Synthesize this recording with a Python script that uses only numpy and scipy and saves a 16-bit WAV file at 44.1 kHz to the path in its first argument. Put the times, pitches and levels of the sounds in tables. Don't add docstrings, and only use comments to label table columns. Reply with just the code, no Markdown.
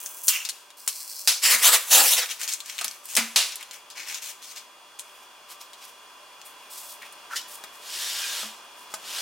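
import sys
import numpy as np
from scipy import signal
from scipy.fft import rfft, irfft
from scipy.io import wavfile
from scipy.ndimage import uniform_filter1d, minimum_filter1d

SR = 44100
rng = np.random.default_rng(int(sys.argv[2]) if len(sys.argv) > 2 else 0)


def wrap_up_sound(samples):
    columns = np.atleast_2d(samples).T
    tamed = np.clip(columns, -1, 1)
    steps = np.round(tamed * 32767).astype(np.int16)
    wavfile.write(sys.argv[1], SR, steps)


N = 406161
TIME = np.arange(N) / SR
TOP_HZ = 16000

# (time [s], length [s], level [dB], body [dB], edge [dB], kind)
FINGER_STROKES = [(0.0, 0.247, -49.5, -7, 7, "slide"), (0.232, 0.041, -44.5, -34, 11.5, "slide"),
                  (0.767, 0.107, -54.5, -11, 5, "pick"), (0.889, 0.4, -43, -12, 1.5, "pick")]
# (time [s], length [s], level [dB], body [dB], edge [dB])
SQUEEZES = [(0.437, 0.015, -40, -5, -8), (2.279, 0.046, -35.5, -4, -4.5), (2.385, 0.056, -38.5, -1.5, 0.5),
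            (2.469, 0.06, -35.5, -8, -1.5), (2.64, 0.16, -46.5, -3.5, -2), (2.775, 0.1, -44.5, 1.5, -5),
            (2.895, 0.057, -55, 2, 4), (3.026, 0.062, -52.5, -9, 5), (3.075, 0.15, -44, -5.5, 3),
            (3.51, 0.023, -42, -3, -25), (3.585, 0.03, -47, 2, -17), (3.717, 0.026, -44.5, -1, -1),
            (3.945, 0.098, -43.5, -0.5, -7), (4.054, 0.12, -39.5, -3, -4), (4.207, 0.096, -42, -6.5, -0.5),
            (4.411, 0.11, -45, -11, -3.5), (4.548, 0.032, -41.5, -6.5, -7)]


def undb(db):
    return 10 ** (np.asarray(db) / 20)


def unit(x):
    return x / np.sqrt(np.mean(x ** 2) + 1e-20)


def add(out, start_s, x):
    i = max(int(start_s * SR), 0)
    out[i:i + len(x)] += x[:N - i]


def decay_at(t, t60_s):
    return np.exp(-np.log(1000) * t / t60_s)


def fade(t60_s):
    t60_s_floored = max(t60_s, .005)
    return decay_at(np.arange(int(t60_s_floored * SR)) / SR, t60_s)


def smooth_noise(size, window, passes=1):
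    x = rng.standard_normal(size)
    for _ in range(passes):
        x = uniform_filter1d(x, size=window)
    return unit(x)


def colour(x, outline, peaks=()):
    hz = np.maximum(np.arange(len(x) // 2 + 1) * SR / len(x), 1)
    outline_hz, outline_db = np.transpose(outline)
    gain_db = np.interp(np.log(hz), np.log(outline_hz), outline_db)
    for centre_hz, width_hz, peak_db in peaks:
        gain_db = gain_db + peak_db / (1 + (2 * (hz - centre_hz) / width_hz) ** 2)
    return irfft(rfft(x) * undb(gain_db), len(x))


def ring(x, hz, width_hz):
    hz = min(hz, .45 * SR)
    b, a = signal.iirpeak(hz, hz / min(width_hz, SR / 4), fs=SR)
    return signal.lfilter(b, a, x)


def low_cut(x, hz):
    return signal.sosfilt(signal.butter(3, hz, "high", fs=SR, output="sos"), x)


def split(x):
    hz = np.arange(len(x) // 2 + 1) * SR / len(x)
    spectrum = rfft(x) * (hz < TOP_HZ)
    body = irfft(spectrum / (1 + (hz / 2800) ** 12), len(x))
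    below_edge = irfft(spectrum / (1 + (hz / 8000) ** 12), len(x))
    return body, below_edge - body, irfft(spectrum, len(x)) - below_edge


def releases(size, rate_per_s, spread_db):
    happens = rng.random(size) < rate_per_s / SR
    strength = np.minimum(rng.exponential(size=size), 5)
    return unit(happens * undb(spread_db * strength) * rng.choice([-1, 1], size))


def contact(strokes, outline, rate_per_s, spread_db, catch_db, attack_s, release_t60_s,
            sag_db_per_s, dull_db_per_s, uneven_db, peaks=()):
    out = np.zeros(N)
    pressure = smooth_noise(N, 1200, passes=2)
    for start_s, length_s, level_db, body_db, edge_db in strokes:
        t = np.arange(int((length_s + release_t60_s) * SR)) / SR
        attack = np.sin(np.pi / 2 * np.minimum(t / attack_s, 1)) ** 2
        held_s = np.clip(t - attack_s, 0, length_s)
        release = decay_at(np.maximum(t - length_s, 0), release_t60_s)
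        catch = smooth_noise(len(t), 220)
        stream = releases(len(t), rate_per_s, spread_db) * undb(catch_db * catch)
        body, middle, edge = map(unit, split(colour(stream, outline, peaks)))
        sound = middle + undb(body_db + dull_db_per_s * held_s) * body + undb(edge_db) * edge
        add(out, start_s, attack * release * undb(level_db - sag_db_per_s * held_s) * sound)
    return out * undb(uneven_db * pressure)


def contact_by_kind(rows, colours, **settings):
    out = np.zeros(N)
    for kind, outline in colours.items():
        strokes = [row[:-1] for row in rows if row[-1] == kind]
        out += contact(strokes, outline, **settings)
    return out


def pulls():
    # (time [s], length [s], level [dB], body [dB], edge [dB], kind)
    strokes = [(0.27, 0.019, -18.5, -8, 0.5, "tug"), (0.297, 0.06, -29, -5.5, -5, "tug"),
               (0.365, 0.062, -39.5, -4.5, -15, "tug"), (1.41, 0.078, -20, -8.5, -4, "peel"),
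               (1.48, 0.067, -19.5, -4, -1, "peel"), (1.558, 0.094, -31, -2.5, 0.5, "peel"),
               (1.612, 0.077, -17, -4.5, 0.5, "peel"), (1.702, 0.05, -18.5, -0.5, 0.5, "peel"),
               (1.854, 0.13, -40, -5, 4.5, "rip"), (1.896, 0.11, -16, -8.5, -1, "rip"),
               (2.0, 0.066, -27.5, -2, 5, "rip"), (2.047, 0.09, -20.5, -12.5, 0.5, "unwind"),
               (2.147, 0.044, -25, -4.5, -4, "unwind"), (2.192, 0.045, -31, -3.5, -10, "unwind")]
    # (frequency [Hz], gain [dB])
    tug = [(60, -65), (200, -59), (750, -20), (1050, 0), (1900, 3.5), (2800, 6.5), (3700, -9), (5500, -2),
           (9000, 0), (16000, 8)]
    peel = [(60, -52), (140, -37), (220, -28), (300, -23), (480, -7.5), (800, -4), (1150, 7.5), (1650, 5.5),
            (1950, 8), (2600, 1), (4000, -1), (8500, 0), (16000, -6.5)]
    rip = [(60, -51), (130, -40), (330, -17), (430, -21), (540, -5.5), (660, -9.5), (770, -2), (1000, -6.5),
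           (1650, -2), (1830, 2.5), (2150, -10), (2500, -3), (3400, -7.5), (5000, -3.5), (9500, -1),
           (16000, -2.5)]
    unwind = [(60, -42), (200, -36), (500, -10.5), (1100, -2.5), (1400, -3.5), (2600, -0.5), (3400, 3.5),
              (3850, 7), (4400, 4.5), (10000, 4), (16000, 0)]
    # (centre [Hz], width [Hz], gain [dB])
    tube = [(223, 40, 3), (2490, 50, 0.5), (5030, 260, -0.5), (6600, 230, -2.5)]
    return contact_by_kind(strokes, {"tug": tug, "peel": peel, "rip": rip, "unwind": unwind},
                           rate_per_s=5500, spread_db=2.0, catch_db=0.3, attack_s=0.035, release_t60_s=0.13,
                           sag_db_per_s=41, dull_db_per_s=93, uneven_db=1.1, peaks=tube)


def snaps(crack_db=-1, crack_t60_s=0.011, cut_hz=310, ring_db=6, ring_share=0.53):
    # (time [s], level [dB], t60 [s], body gain [dB], edge gain [dB], sheet ring [Hz])
    events = [(0.2814, -9.5, 0.08, -28, 2, 7000), (0.879, -22, 0.025, -16, 2, 8300),
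              (.886, -22.5, 0.095, 1, -1, 2600), (1.2744, -9.5, 0.28, 5, -3.5, 4930),
              (2.812, -21, 0.063, 12, -9, 1280), (2.8442, -19, 0.047, 6, 2.5, 4800),
              (3.166, -11, 0.12, 3.5, -1.5, 1350), (3.171, -16, 0.29, 11, -27, 2170),
              (3.3599, -9.5, 0.35, 7, -6.5, 3770), (7.359, -24, 0.1, -4, -6, 4800),
              (7.372, -31, 0.08, -11, 2, 3000), (8.94, -24, 0.062, 3, -6, 1200)]
    # (frequency [Hz], gain [dB])
    outline = [(60, -30), (150, -48), (500, -14.5), (900, -9.5), (2000, -5.5), (3200, 2), (4500, 4.5),
               (7500, 5), (10000, 7), (16000, -4.5)]
    out = np.zeros(N)
    for start_s, level_db, t60_s, body_db, edge_db, hz in events:
        sheet = [(hz, ring_share * hz, ring_db)]
        bonds = releases(SR // 2, 16000, 2.2)
        body, middle, edge = split(unit(colour(bonds, outline, sheet)))
        flurry = undb(level_db) * (middle + undb(body_db) * body + undb(edge_db) * edge)
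        t = TIME[:len(flurry)]
        crack = 1 + undb(crack_db) * decay_at(t, crack_t60_s)
        add(out, start_s, flurry * decay_at(t, t60_s) * crack)
    return low_cut(out, cut_hz)


def fingers():
    # (frequency [Hz], gain [dB])
    slide = [(200, -61), (2000, -45), (4500, -9), (5600, -2), (6300, 5), (7100, 1), (10000, -0.5),
             (11000, -3), (16000, -1)]
    pick = [(200, -77), (2000, -34), (3500, -23), (4150, 6.5), (5500, 9.5), (7000, 4), (8200, 5.5),
            (10500, -1), (16000, -1.5)]
    return contact_by_kind(FINGER_STROKES, {"slide": slide, "pick": pick},
                           rate_per_s=3600, spread_db=4.5, catch_db=-0.5, attack_s=0.0037, release_t60_s=0.093,
                           sag_db_per_s=4.5, dull_db_per_s=-23, uneven_db=-0.5)


def nail(per_s=24, above_db=5, hz=4900, t60_s=0.032):
    out = np.zeros(N)
    scatter_db, scatter_octaves, width_hz = 2.5, .15, 450
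    decay = fade(t60_s)
    for start_s, length_s, level_db, *_, kind in FINGER_STROKES:
        delays_s = rng.random(16) * 16 / per_s
        for delay_s, (size, pitch) in zip(delays_s, rng.standard_normal((16, 2))):
            if kind == "pick" and delay_s < length_s:
                noise = rng.standard_normal(len(decay))
                edge = unit(ring(noise, hz * 2 ** (scatter_octaves * pitch), width_hz))
                add(out, start_s + delay_s, undb(level_db + above_db + scatter_db * size) * decay * edge)
    return out


def crumple():
    # (frequency [Hz], gain [dB])
    outline = [(120, -54), (300, -18), (600, -14.5), (1200, -2.5), (2400, 5.5), (3500, 4), (6000, 7),
               (10000, -8.5), (16000, -13.5)]
    return contact(SQUEEZES, outline, rate_per_s=3400, spread_db=2.5, catch_db=1, attack_s=0.023,
                   release_t60_s=0.18, sag_db_per_s=9, dull_db_per_s=-2, uneven_db=1)


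def small_creases(per_s=14, above_db=8, scatter_db=3, centre_hz=4500, scatter_octaves=0.42, t60_s=.025):
    rows = []
    for start_s, length_s, level_db, _, _ in SQUEEZES:
        delays_s = rng.random(8) * 8 / per_s
        for delay_s, (size, pitch) in zip(delays_s, rng.standard_normal((8, 2))):
            if delay_s < length_s:
                tick_db = level_db + above_db + scatter_db * size
                tick_hz = centre_hz * 2 ** (scatter_octaves * pitch)
                rows.append((start_s + delay_s, tick_db, tick_hz, t60_s))
    return rows


def ticks(click_t60_s=0.0027, tail_db=-10, broad=0.26, cut_hz=500):
    # (time [s], click level [dB], centre [Hz], tail t60 [s])
    loud_ticks = [(0.0608, -22, 6250, 0.054), (0.241, -27, 10000, 0.042), (0.4514, -16.5, 4320, 0.068),
                  (0.4895, -17, 4500, 0.074), (0.4947, -16, 8350, 0.04), (0.7045, -36, 2850, 0.039),
                  (0.8767, -8, 8500, 0.028), (0.8827, -16, 11000, 0.02), (2.259, -24, 2280, 0.045),
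                  (2.4148, -18, 6050, 0.026), (2.4334, -16.5, 5740, 0.045), (2.4778, -19, 5060, 0.045),
                  (2.5264, -18, 6160, 0.029), (2.5364, -13, 7200, 0.035), (2.604, -23.5, 4020, 0.035),
                  (2.6598, -25.5, 6630, 0.03), (2.698, -20, 3180, 0.028), (2.7817, -23.5, 4020, 0.025),
                  (2.7892, -15.5, 2600, 0.035), (2.881, -18, 5160, 0.019), (2.9123, -28, 5090, 0.029),
                  (3.056, -28, 11200, 0.026), (3.1527, -9, 8900, 0.02), (3.5216, -26, 4600, 0.035),
                  (3.5573, -21, 10500, 0.038), (3.6097, -28, 2830, 0.039), (3.628, -23, 2690, 0.033),
                  (3.711, -27.5, 2780, 0.067), (3.902, -30, 4470, 0.15), (4.145, -20.5, 5830, 0.061),
                  (4.5615, -29, 4560, 0.048), (4.9897, -28, 7280, 0.062), (4.995, -23.5, 7900, 0.081),
                  (5.733, -32.5, 3970, 0.086), (5.852, -35, 12000, 0.02), (6.4154, -31.5, 2780, 0.03),
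                  (7.023, -34.5, 2900, 0.035), (7.125, -36, 10000, 0.046), (7.639, -27, 1490, 0.063)]
    # (frequency [Hz], gain [dB])
    outline = [(100, -44), (500, -33), (1500, 2.5), (4000, 5), (9000, 5.5), (16000, -1.5)]
    out = np.zeros(N)
    for start_s, level_db, hz, t60_s in loud_ticks + small_creases():
        noise = colour(rng.standard_normal(SR // 8), outline)
        t = TIME[:len(noise)]
        shape = decay_at(t, click_t60_s) + undb(tail_db) * decay_at(t, t60_s)
        add(out, start_s, undb(level_db) * shape * unit(ring(noise, hz, 0.35 * hz) + broad * noise))
    return low_cut(out, cut_hz)


def roll():
    # (time [s], length [s], level [dB], body [dB], edge [dB])
    strokes = [(7.755, 0.67, -32.5, -10.5, -6), (8.96, 0.66, -32, -7.5, -6)]
    # (frequency [Hz], gain [dB])
    outline = [(100, -41), (220, -24), (500, -7.5), (1200, 0), (1600, 5.5), (2100, 2), (3100, 1),
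               (4200, -3), (5500, -2.5), (8000, -8.5), (12000, -15), (16000, -20)]
    return contact(strokes, outline, rate_per_s=9000, spread_db=1.0, catch_db=0.5, attack_s=0.3,
                   release_t60_s=0.36, sag_db_per_s=3, dull_db_per_s=11, uneven_db=0.4)


def sleeves():
    # (time [s], length [s], level [dB], body [dB], edge [dB])
    strokes = [(5.02, 0.23, -64, 3.5, 2), (5.475, 0.04, -50, -4, 1), (5.59, 0.025, -47, -6, -2.5),
               (5.76, 0.08, -53, -5, -5), (5.825, 0.071, -55.5, -5, 1.5), (6.44, 0.018, -49.5, 2, 8),
               (6.52, 0.32, -67.5, 6, 2), (6.69, 0.13, -48, -23, 4), (6.82, 0.11, -50, -19, 4.5),
               (7.0, 0.056, -54.5, 6, -1), (7.295, 0.067, -45.5, -4, -4), (7.345, 0.026, -31.5, -12, -10),
               (7.465, 0.093, -51.5, -12, 6), (7.71, 0.2, -61, -2, 4), (8.75, 0.076, -59, -20, 3),
               (8.89, 0.059, -51, -17, -2)]
    # (frequency [Hz], gain [dB])
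    outline = [(150, -39), (800, -12.5), (2000, -13), (3400, 5), (5500, 9.5), (10000, -1), (16000, -5.5)]
    return contact(strokes, outline, rate_per_s=11000, spread_db=-2.5, catch_db=2.0, attack_s=0.031,
                   release_t60_s=0.19, sag_db_per_s=-3, dull_db_per_s=4, uneven_db=1.5)


def squeaks():
    # (time [s], level before the swell [dB], centre [Hz], width of each resonator [Hz], length [s])
    events = [(7.014, -42.5, 2000, 700, 0.032), (7.298, -38, 1440, 600, 0.031),
              (7.317, -31.5, 1450, 450, 0.034), (7.342, -38, 1870, 600, 0.045),
              (7.357, -34.5, 2990, 200, 0.051), (8.17, -43.5, 1610, 70, 0.23),
              (8.202, -37, 2460, 45, 0.068)]
    out = np.zeros(N)
    for start_s, level_db, hz, width_hz, length_s in events:
        swell = np.sqrt(np.hanning(int(length_s * SR)))
        slips = releases(SR, 2200, 1.2)
        tone = ring(ring(slips, hz, width_hz), hz, width_hz)
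        add(out, start_s, undb(level_db) * swell * unit(tone[-len(swell):]))
    return out


def thuds(rise_s=0.0043, dull_db=-10):
    # (time [s], level [dB], pitch [Hz], t60 [s], handle relative to level [dB])
    knocks = [(1.533, -41.5, 233, .2, -20), (2.847, -50.5, 230, 0.19, 7), (3.178, -27.5, 229, 0.31, -5),
              (7.639, -64, 220, .1, 19.5), (8.431, -36, 218, 0.2, -5.5), (8.939, -55.5, 200, 0.3, 20)]
    # (frequency [Hz], relative level [dB], t60 [s])
    handle_modes = [(648, -6, 0.16), (873, 4, 0.046), (1256, 7, 0.044), (1520, -4, 0.11)]
    out = np.zeros(N)
    for start_s, level_db, hz, t60_s, hard_db in knocks:
        decay = fade(t60_s)
        t = TIME[:len(decay)]
        padding = unit(ring(ring(rng.standard_normal(SR), hz, 76), hz, 76))[:len(t)]
        low_mode = np.sin(2 * np.pi * hz * t) + undb(dull_db) * padding
        add(out, start_s, undb(level_db) * decay * (1 - np.exp(-t / rise_s)) * low_mode)
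        for mode_hz, mode_db, mode_t60_s in handle_modes:
            decay = fade(mode_t60_s)
            mode = np.sin(2 * np.pi * mode_hz * TIME[:len(decay)])
            add(out, start_s, undb(level_db + hard_db + mode_db) * decay * mode)
    return out


def fan(air_db=-57.5, waver_hz=9):
    # (frequency [Hz], gain [dB])
    outline = [(30, -26), (120, -25), (200, -17.5), (380, -9), (600, -7), (1050, -1), (2000, -11),
               (3200, -8.5), (3800, -14.5), (4600, -11), (7000, -16), (16000, -25)]
    # (centre [Hz], width [Hz], level [dB])
    resonances = [(592.3, 18, -73.5), (1000, 83, -66.5), (1168, 9.7, -72), (1583, 38, -73.5),
                  (2450, 110, -70.5), (2740, 21, -77)]
    # (frequency [Hz], level [dB])
    motor_tones = [(2801, -70.5), (3095, -76), (3390, -66), (6400, -81.5), (9281, -75.5)]
    # (time [s], gain [dB])
    fan_gain = [(0, 7), (.25, 4.5), (.35, 2.5), (1.2, 1.5), (3.5, 5), (4.8, 5), (6.2, 6.5), (7.5, 9),
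                (8.7, 8), (9.21, 11.5)]
    air = undb(air_db) * unit(colour(rng.standard_normal(N), outline))
    hz = np.maximum(np.arange(N // 2 + 1) * SR / N, 1)
    power = np.zeros(len(hz))
    for centre_hz, width_hz, level_db in resonances:
        power += undb(level_db) ** 2 * unit(1 / (1 + (2 * (hz - centre_hz) / width_hz) ** 2)) ** 2
    housing = irfft(rfft(rng.standard_normal(N)) * np.sqrt(power), N)
    drift_hz = waver_hz * smooth_noise(N, 2000)
    whine = np.zeros(N)
    for tone_hz, level_db in motor_tones:
        whine += undb(level_db) * unit(np.sin(2 * np.pi * np.cumsum(tone_hz + drift_hz) / SR))
    return (air + housing + whine) * undb(np.interp(TIME, *np.transpose(fan_gain)))


def flex(x, share, near_s=0.000364, sway=0.27):
    motion = smooth_noise(N, 3000, passes=2)
    lag_s = near_s * np.exp(sway * motion)
    return (x + share * np.interp(TIME - lag_s, TIME, x)) / np.sqrt(1 + share ** 2)


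def room(x, early_db=-8, early_t60_s=0.058, late_db=-13.5, late_t60_s=0.65):
    response = np.zeros(N)
    response[0] = 1
    for start_s, level_db, t60_s in ((.003, early_db, early_t60_s), (.012, late_db, late_t60_s)):
        decay = fade(t60_s)
        echoes = decay * rng.standard_normal(SR)[:len(decay)]
        add(response, start_s, undb(level_db) * echoes / np.linalg.norm(echoes))
    return signal.fftconvolve(x, response[:SR] / np.linalg.norm(response))[:N]


def widen(x, spread_db, left_db, scatter_t60_s):
    # (frequency [Hz], gain [dB])
    side_outline = [(60, -13), (200, -21), (400, -14.5), (1000, -14.5), (2000, -13), (4000, -10.5),
                    (12000, -8.5)]
    decay = fade(scatter_t60_s)
    scatter = decay * rng.standard_normal(SR)[:len(decay)]
    scattered = signal.fftconvolve(x, scatter / np.linalg.norm(scatter))[:N]
    side = undb(spread_db) * colour(scattered, side_outline)
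    return np.array([(x + side) * undb(left_db / 2), (x - side) * undb(-left_db / 2)])


def scene():
    sheet = fingers() + nail() + flex(pulls(), share=0.46) + undb(-3.0) * snaps()
    crinkles = flex(crumple(), share=0.21) + ticks()
    rolling = room(sleeves() + flex(roll(), share=0.18) + squeaks()) + low_cut(thuds(), 205)
    return (widen(room(sheet), spread_db=-0.5, left_db=0.0, scatter_t60_s=0.11)
            + widen(room(crinkles), spread_db=2.5, left_db=2.0, scatter_t60_s=0.047)
            + widen(rolling, spread_db=-1.5, left_db=0.4, scatter_t60_s=0.14)
            + widen(fan(), spread_db=5, left_db=0.4, scatter_t60_s=0.21))


def record(dry):
    allowed = .93 / np.maximum(np.abs(dry).max(axis=0), .93)
    gain = uniform_filter1d(minimum_filter1d(allowed, size=89), size=89)
    low_pass = signal.ellip(10, .2, 70, TOP_HZ, fs=SR, output="sos")
    return signal.sosfilt(low_pass, gain * dry)


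dry = scene()
out = record(dry)
wrap_up_sound(out)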